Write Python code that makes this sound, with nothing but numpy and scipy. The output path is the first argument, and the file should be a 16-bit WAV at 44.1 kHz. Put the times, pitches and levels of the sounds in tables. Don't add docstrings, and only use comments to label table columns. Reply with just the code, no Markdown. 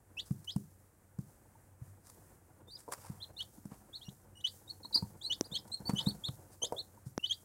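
import sys
import numpy as np
from scipy import signal
from scipy.fft import rfft, irfft
from scipy.io import wavfile
from scipy.ndimage import uniform_filter1d

SR = 44100
rng = np.random.default_rng(int(sys.argv[2]) if len(sys.argv) > 2 else 0)


def to_wav(sig):
    pcm = np.clip(np.atleast_2d(sig), -1, 1) * 32767
    pcm = np.round(pcm).astype(np.int16)
    wavfile.write(sys.argv[1], SR, pcm.T)


N = 328104


def undb(db):
    return 10 ** (np.asarray(db) / 20)


def unit(x):
    return x / np.sqrt(np.mean(x ** 2))


def curve(s, values):
    return np.interp(np.arange(N) / SR, s, values)


def coloured(x, shape):
    points_hz, points_db = np.transpose(shape)
    f = np.arange(N // 2 + 1) * SR / N + 1
    gain = undb(np.interp(np.log(f), np.log(points_hz), points_db))
    return unit(irfft(rfft(x) * gain, N))


def band(x, hz, width_hz):
    b, a = signal.iirpeak(hz, hz / width_hz, SR)
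    return unit(signal.lfilter(b, a, x))


def walk(rate):
    hold = int(SR / rate)
    steps = np.repeat(rng.standard_normal(N // hold + 1), hold)
    return unit(uniform_filter1d(steps, hold)[:N])


def add(track, s, sound):
    i = int(s * SR)
    track[i:i + len(sound)] += sound[:N - i]


# f/Hz, relative density level/dB
ROOM_SPECTRUM = [(15, -44), (25, -12), (48, -2.5), (116, -5.5), (241, -9.5), (981, -18), (1730, -20.5),
                 (2700, -32), (3700, -36.5), (5370, -32), (8490, -22.5), (15800, -29)]
# t/s, level/dB
HUM_LEVELS = [(1.3, -66), (1.8, -65), (3.4, -62), (3.8, -64)]
ROOM_DB = -67.5
HISS_SWELL_DB, HISS_SWELL_PER_S = 1.6, 11
HUM_HZ, HUM_WIDTH_HZ = 94, 6


def room():
    hum = band(rng.standard_normal(N), HUM_HZ, HUM_WIDTH_HZ) * undb(curve(*np.transpose(HUM_LEVELS)))
    hiss_level = undb(ROOM_DB + HISS_SWELL_DB * walk(HISS_SWELL_PER_S))
    return hiss_level * coloured(rng.standard_normal(N), ROOM_SPECTRUM) + hum


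HISS_PEEP_DB, HISS_KNOCK_DB, HISS_SCUFF_DB, HISS_SHARE = -67.5, -74.5, -61, 0.4
REFERENCE_DB = -40


def hiss_swells():
    kinds = [(PEEP_CALLS + TRILL_CALLS, 6, HISS_PEEP_DB),
             (KNOCK_BLOWS, 1, HISS_KNOCK_DB),
             (SCUFF_STROKES, 2, HISS_SCUFF_DB)]
    return [(row[0], db + HISS_SHARE * (row[column] - REFERENCE_DB))
            for rows, column, db in kinds for row in rows]


# f/Hz, relative level/dB, reverberation time t60/s
TUB_PANELS = [(58.15, 3, 0.48), (87.9, -7.5, 0.12), (133, 9, 0.061), (203.3, 7.5, 0.13), (293, 7.5, 0.048),
              (491, 6, 0.065), (749, 3.5, 0.056), (847, -1, 0.046), (1410, -6, 0.047)]
# t/s, level/dB before the low-pass
PATTER_LEVELS = [(0.0, -67.5), (0.89, -73.5), (2.98, -66.5), (4.48, -67), (5.1, -60.5), (5.78, -60),
                 (5.97, -52.5), (6.42, -61.5), (7.44, -71.5)]
SETTLE_S = 0.089


def stir():
    steps = rng.standard_normal(N) * undb(4.5 * walk(80))
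    patter = sum(undb(db) * band(band(steps, hz, hz / 2), hz, 5.2 / t60) for hz, db, t60 in TUB_PANELS)
    power, t = np.zeros(N), np.arange(SR) / SR
    for s, db in hiss_swells():
        add(power, s, undb(2 * db) * np.minimum(t / .02, 1) * np.exp(-t / SETTLE_S))
    hiss = band(band(rng.standard_normal(N), 7000, 6000), 20000, 8400)
    hiss = hiss * undb(1.5 * walk(30) + 1.5 * walk(300))
    return undb(curve(*np.transpose(PATTER_LEVELS))) * unit(patter) + np.sqrt(power) * hiss


SCOOP_HZ, SCOOP_S = 150, 0.0028
CREEP_SHARE, HELD_SHARE = .22, -.05
HELD_LATE = 4
SAG_HZ, SAG_S, SAG_POWER = 875, .014, 2.5


def glide(start_hz, top_hz, rise, fall, late):
    t = np.arange(int((rise + fall) * SR)) / SR
    x = np.minimum(t / rise, 1)
    creep = CREEP_SHARE * min(late, 1) ** 2 if late < HELD_LATE else HELD_SHARE
    climb = creep * x + (1 - creep) * np.sin(np.pi / 2 * x ** late) ** 2
    scoop = SCOOP_HZ * np.exp(-t / SCOOP_S)
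    sag = SAG_HZ * (np.maximum(t - rise, 0) / SAG_S) ** SAG_POWER
    return start_hz + (top_hz - start_hz) * climb - scoop - sag


ATTACK_S, RELEASE_S = 0.0071, 0.0029
SWELL_DB_PER_S, FADE_POWER = 394.5, 0.42
TRILL_DB_PER_KHZ = 16
EFFORT_SHARE = 0.31
DEEP_HZ = 2990
BREAK_HZ, BREAK_WIDTH_HZ = 3800, 350
CRACK_RAD, CRACK_DEPTH = .42, .14
THIN_DB, SHIMMER_DB = 9, 3.3
# t/s, start f/Hz, top f/Hz, rise t/s, fall t/s, lateness of the
# rise [exponent], nominal peak level/dB, loudest after t/s, fade by the end level/dB,
# octave level/dB, third harmonic level/dB (both relative to the fundamental)
PEEP_CALLS = [(0.167, 2514, 4800, 0.051, 0.004, 1.7, -35, 0.031, 13, -17.5, -42),
              (0.471, 2905, 5250, 0.056, 0.016, 2.2, -41, 0.02, 2, -16.5, -38),
              (2.671, 3650, 4680, 0.046, 0.013, 4.1, -49.5, 0.046, 5, -11, -26),
              (2.723, 4450, 4890, 0.032, 0.018, 1.3, -46, 0.033, 16, -22, -38),
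              (3.2, 3158, 4175, 0.031, 0.016, 1.6, -42, 0.036, 15, -40, -45),
              (3.364, 3640, 4390, 0.027, 0.018, 1.16, -42, 0.027, 12, -20, -40),
              (3.387, 2796, 4450, 0.046, 0.006, 2.05, -39, 0.024, 7, -22, -42),
              (3.926, 3350, 4350, 0.038, 0.014, 1.34, -43, 0.032, 7, -23, -49),
              (4.01, 3060, 4250, 0.038, .003, 1, -50, 0.018, 3, -22, -44),
              (4.047, 2846, 4100, 0.048, 0.0041, 7.6, -52, 0.023, 6.5, -6, -30),
              (4.351, 2928, 3880, 0.062, 0.005, 10, -57.5, 0.023, 0.5, -7, -9),
              (4.439, 2950, 4830, 0.053, 0.013, 2.1, -25, 0.023, 20, -17, -29),
              (4.673, 3690, 4400, 0.03, 0.01, 2.4, -36, 0.048, -6, -16, -38),
              (5.209, 3250, 4780, 0.033, 0.014, 1.23, -48, 0.028, 7, -10, -30),
              (5.237, 3870, 4405, 0.041, 0.0048, 1.07, -33.5, 0.031, 14, -17, -40),
              (5.297, 2860, 5170, 0.056, 0.0044, 1.95, -26.5, 0.02, 16.5, -13, -28),
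              (5.437, 3660, 4820, 0.018, 0.017, 0.8, -44, 0.022, 17, -13, -35),
              (5.513, 3450, 4415, 0.035, 0.017, 1.57, -36, 0.036, 5, -12.5, -30),
              (5.541, 3018, 5280, 0.047, 0.013, 3.1, -30.5, 0.024, 15.5, -17, -31),
              (5.715, 3700, 4248, 0.05, 0.012, 0.29, -33.5, 0.031, 20.5, -8.5, -50),
              (5.851, 3880, 4510, 0.036, 0.012, 0.208, -31, 0.04, 10, -18.5, -24),
              (5.952, 2897, 5240, 0.062, 0.003, 2.4, -38, 0.021, 1, -9.5, -18),
              (5.977, 2914, 4370, 0.05, 0.0047, 2.0, -32, 0.024, 16.5, -24, -40),
              (6.056, 3490, 4467, 0.04, 0.017, 0.75, -34.5, 0.035, 15, -12.5, -18),
              (6.236, 3385, 4346, 0.034, 0.017, 1.33, -34, 0.019, 10, -17.5, -24.5),
              (6.617, 3000, 5180, 0.056, 0.0071, 2.6, -32.5, 0.021, 8, -3.5, -15.5),
              (6.761, 3370, 4360, 0.038, 0.015, 2.5, -38, 0.033, 7.5, -21, -34),
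              (7.191, 2750, 2790, 0.034, 0.0016, 1.9, -50.5, .008, 11, -22, -40),
              (7.226, 2856, 4660, 0.052, 0.016, 2.47, -30, 0.024, 16, -24, -33),
              (7.294, 3074, 4800, 0.051, 0.0057, 2.5, -28.5, 0.02, 12, -13, -29)]


def peeps():
    out = np.zeros(N)
    flutter, wobble, shimmer = walk(1500), walk(150), walk(200)
    calls = [(row[0], glide(*row[1:6]), 0, *row[6:]) for row in PEEP_CALLS]
    calls += [(row[0], trill(*row[1:6], row[-1]), TRILL_DB_PER_KHZ, *row[6:-1]) for row in TRILL_CALLS]
    for s, pitch, lift_db, db, loudest, fade_db, octave_db, third_db in calls:
        u, length = np.linspace(0, 1, len(pitch)), len(pitch) / SR
        during = slice(int(s * SR), int(s * SR) + len(u))
        hz = pitch * (1 + 0.0077 * wobble[during])

        lift = lift_db * (pitch - pitch.mean()) / 1e3
        swell = SWELL_DB_PER_S * np.maximum(loudest - u * length, 0)
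        fade = fade_db * np.interp(u * length, [loudest, length], [0, 1]) ** FADE_POWER
        level_db = db + lift - swell - fade

        deep = pitch[0] < DEEP_HZ
        above_break = (hz - BREAK_HZ) / BREAK_WIDTH_HZ
        thin = deep * np.clip(above_break + 0.27, 0, 1)
        cracked = deep * np.exp(-above_break ** 2)
        edges = np.minimum(1, length * np.minimum(u / ATTACK_S, (1 - u) / RELEASE_S))
        size = undb(level_db - THIN_DB * thin + SHIMMER_DB * shimmer[during]) * edges

        roughness_rad = 0.007 + CRACK_RAD * np.maximum(cracked, thin / 2)
        phase = 2 * np.pi * np.cumsum(hz) / SR + roughness_rad * flutter[during]
        effort_db = EFFORT_SHARE * (level_db - db) - THIN_DB * thin
        overtones = undb(octave_db) * np.sin(2 * phase) + undb(third_db) * np.sin(3 * phase)
        fundamental = np.sin(phase) * (1 + CRACK_DEPTH * cracked * np.sin(phase / 2))
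        add(out, s, size * (fundamental + undb(effort_db) * overtones))
    return out


# delay t/s, level/dB relative to the direct sound
TUB_BOUNCES = [(.00302, -3), (.00603, -10)]
TAIL_DB, TAIL_T60_S = -8.5, 0.11
LATE_DB, LATE_T60_S = -37, .35
TAIL_HZ, TAIL_WIDTH_HZ = 4300, 2600


def in_tub(x):
    t = np.arange(SR // 2) / SR
    tails = undb(TAIL_DB) * 1000. ** (-t / TAIL_T60_S) + undb(LATE_DB) * 1000. ** (-t / LATE_T60_S)
    scatter = band(rng.standard_normal(len(t)), TAIL_HZ, TAIL_WIDTH_HZ)
    echo = scatter * tails * np.clip(t / 0.004, 0, 1) / np.sqrt(SR / 20)
    echo[0] = 1
    for s, db in TUB_BOUNCES:
        echo[int(s * SR)] += undb(db)
    return signal.fftconvolve(x, echo)[:N]


# f/Hz, relative density level/dB
RUSTLE_SPECTRUM = [(880, -9), (1500, -9), (2960, -20.5), (4260, -11), (4840, -5.5), (6450, -8), (8750, -2),
                   (15800, -17.5)]
# crest t/s, time scale t/s, nominal rustle level/dB, nominal scrape level/dB
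SCUFF_STROKES = [(0.264, 0.025, -61.5, -74), (0.447, 0.0067, -54.5, -84), (2.062, 0.039, -62, -71),
                 (2.099, 0.0034, -53.5, -60), (2.793, 0.031, -60.5, -73), (2.925, 0.012, -41, -41.5),
                 (2.999, 0.19, -67, -65), (3.058, 0.03, -61.5, -61), (3.407, 0.0066, -56, -62),
                 (3.426, 0.0054, -55, -63), (3.723, 0.035, -70, -61), (4.468, 0.012, -55.5, -72.5),
                 (4.716, 0.0016, -57.5, -76), (4.966, 0.03, -56.5, -59), (5.679, 0.0078, -59, -74.5),
                 (5.896, 0.0098, -49, -40), (5.98, 0.15, -63, -61), (6.287, 0.0033, -51, -43),
                 (6.525, 0.025, -61.5, -70.5), (7.067, 0.023, -64, -79)]


def scuffs():
    t = np.arange(N) / SR
    grit = undb(3 * walk(500))
    rustle = grit * coloured(rng.standard_normal(N), RUSTLE_SPECTRUM)
    scrape = band(band(grit * rng.standard_normal(N), 790, 860), 1000, 1200)
    out = np.zeros(N)
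    for s, spread, rustle_db, scrape_db in SCUFF_STROKES:
        near = slice(int((s - 4 * spread) * SR), int((s + 4 * spread) * SR))
        steepness = np.where(t[near] < s, 4, 1.5)
        swell = 1 / np.cosh((t[near] - s) / spread * steepness)
        out[near] += swell * (undb(rustle_db) * rustle[near] + undb(scrape_db) * scrape[near])
    return out


# t/s, nominal push level/dB, push f/Hz, nominal crack level/dB
KNOCK_BLOWS = [(0.307, -22, 157, -53.5), (0.56, -20.5, 176, -44.5), (1.186, -27.5, 158, -55),
               (1.814, -36.5, 113, -97), (2.879, -38, 493, -70.5), (2.886, -30.5, 500, -58),
               (3.097, -32, 156.6, -58), (3.581, -42.5, 230, -95), (3.653, -33.5, 197, -53.5),
               (3.716, -37, 207, -87), (4.082, -35, 167, -60), (4.847, -46, 254, -59),
               (4.957, -34, 294, -55), (5.023, -27, 160.5, -51.5), (5.032, -33, 119, -71),
               (5.516, -35.5, 174, -56.5), (5.801, -38, 186, -58), (5.893, -21.5, 219, -40),
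               (5.933, -21, 183, -49), (6.068, -17.5, 186, -45), (6.286, -29.5, 130, -61),
               (6.62, -35.5, 510, -84), (6.636, -28, 504, -74), (6.723, -20.5, 530, -46),
               (7.062, -34.5, 130.3, -82.5)]


def knocks():
    push, crack = np.zeros(N), np.zeros(N)
    chance = rng.standard_normal((len(KNOCK_BLOWS), 600))
    for (s, db, hz, crack_db), noise in zip(KNOCK_BLOWS, chance):
        turns = np.arange(int(5 * SR / hz)) * hz / SR
        wave = np.sin(2 * np.pi * turns) + 0.17 * np.sin(2 * np.pi * 1.99 * turns)
        envelope = (turns / 0.92 * np.exp(1 - turns / 0.7)) ** 2
        add(push, s, -undb(db) * wave * envelope)
        add(crack, s + .3 / hz, undb(crack_db) * noise * np.exp(-np.arange(600) / SR / .003))
    t = np.arange(SR // 2) / SR
    ring = sum(undb(db) * hz / SR * np.sin(2 * np.pi * hz * t) * 1000. ** (-t / t60)
               for hz, db, t60 in TUB_PANELS)
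    rattle = rng.standard_normal(len(t)) * 1000. ** (-t / 0.24)
    body = signal.fftconvolve(push, undb(-13.5) * ring + undb(-32.0) * rattle)[:N]
    bright_crack = crack.std() * coloured(crack, RUSTLE_SPECTRUM)
    dull_crack = undb(17.5) * signal.lfilter(*signal.butter(2, 900, fs=SR), crack)
    thump = signal.lfilter(*signal.butter(2, 55, "high", fs=SR), push + body)
    return thump + (bright_crack + dull_crack)


# t/s, nominal level/dB
TAP_STRIKES = [(1.554, -52.5), (2.879, -39.5), (2.887, -39), (3.047, -45), (3.117, -56), (4.849, -42.5),
               (4.909, -50), (4.959, -39), (4.974, -41.5), (5.024, -38), (5.049, -50.5), (5.678, -50.5),
               (5.861, -50), (5.894, -33), (6.002, -43), (6.012, -43), (6.07, -39.5), (6.618, -47),
               (6.638, -43.5), (6.722, -33), (6.975, -50)]
TAP_HZ, TAP_SPREAD = 925, 0.024
TAP_T60_S, TAP_RISE_S = 0.041, 0.00068


def taps():
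    out, t = np.zeros(N), np.arange(SR // 8) / SR
    envelope = (1 - np.exp(-t / TAP_RISE_S)) * 1000. ** (-t / TAP_T60_S)
    for (s, db), draw in zip(TAP_STRIKES, rng.standard_normal(len(TAP_STRIKES))):
        hz = TAP_HZ * (1 + TAP_SPREAD * draw)
        add(out, s, undb(db) * np.sin(2 * np.pi * hz * t) * envelope)
    return out


# t/s, length t/s, middle f/Hz, initial swing f/Hz, first dip after t/s,
# period t/s, nominal peak level/dB, loudest after t/s, fade by the end level/dB,
# octave level/dB, third harmonic level/dB (both relative to the fundamental), drop at the start f/Hz
TRILL_CALLS = [(4.829, 0.032, 4053, 289, 0.016, 0.021, -39.5, 0.039, -1, -15.5, -33.5, 50),
               (4.925, 0.056, 4407, 646, 0.011, 0.034, -26.5, 0.032, 0.5, -26.5, -34.5, 295.5)]
TRILL_DROP_S, SWING_DECAY_S = .003, 0.094


def trill(length, middle_hz, swing_hz, dip, period, drop_hz):
    t = np.arange(int(length * SR)) / SR
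    drop = drop_hz * np.exp(-t / TRILL_DROP_S)
    swing = swing_hz * np.exp(-t / SWING_DECAY_S) * np.cos(2 * np.pi * (t - dip) / period)
    return middle_hz + drop - swing


# t/s, dip level/dB, nominal swing level/dB, swing f/Hz,
# nominal ring level/dB
BEAK_SNAPS = [(5.41, -34, -12.5, 303, 3.5), (7.1785, -23.5, -15.5, 199, -8)]


def snaps():
    out, t = np.zeros(N), np.arange(900) / SR
    dip = -np.sin(np.pi * np.minimum(t / 0.00054, 1))
    rise = (1 - np.exp(-(t / 0.00084) ** 2)) * np.exp(-t / 0.0017)
    ring = np.sin(2 * np.pi * 5900 * t) * np.exp(-t / 0.00031) * t / 0.0015
    tick = uniform_filter1d(rng.standard_normal(len(t)), size=2) * np.exp(-t / 0.000072)
    for s, dip_db, swing_db, hz, ring_db in BEAK_SNAPS:
        swing = rise * np.cos(2 * np.pi * hz * (t - .0007))
        cavity = undb(ring_db) * (ring + undb(-22.0) * tick)
        add(out, s, undb(dip_db) * dip + undb(swing_db) * swing + cavity)
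    return out


def scene():
    return (in_tub(peeps()) + knocks() + taps() + snaps() + scuffs() + stir() + room())[None]


TOP_HZ = 15800


def record(dry):
    return signal.sosfilt(signal.ellip(10, .2, 70, TOP_HZ, fs=SR, output="sos"), dry)


dry = scene()
out = record(dry)
to_wav(out)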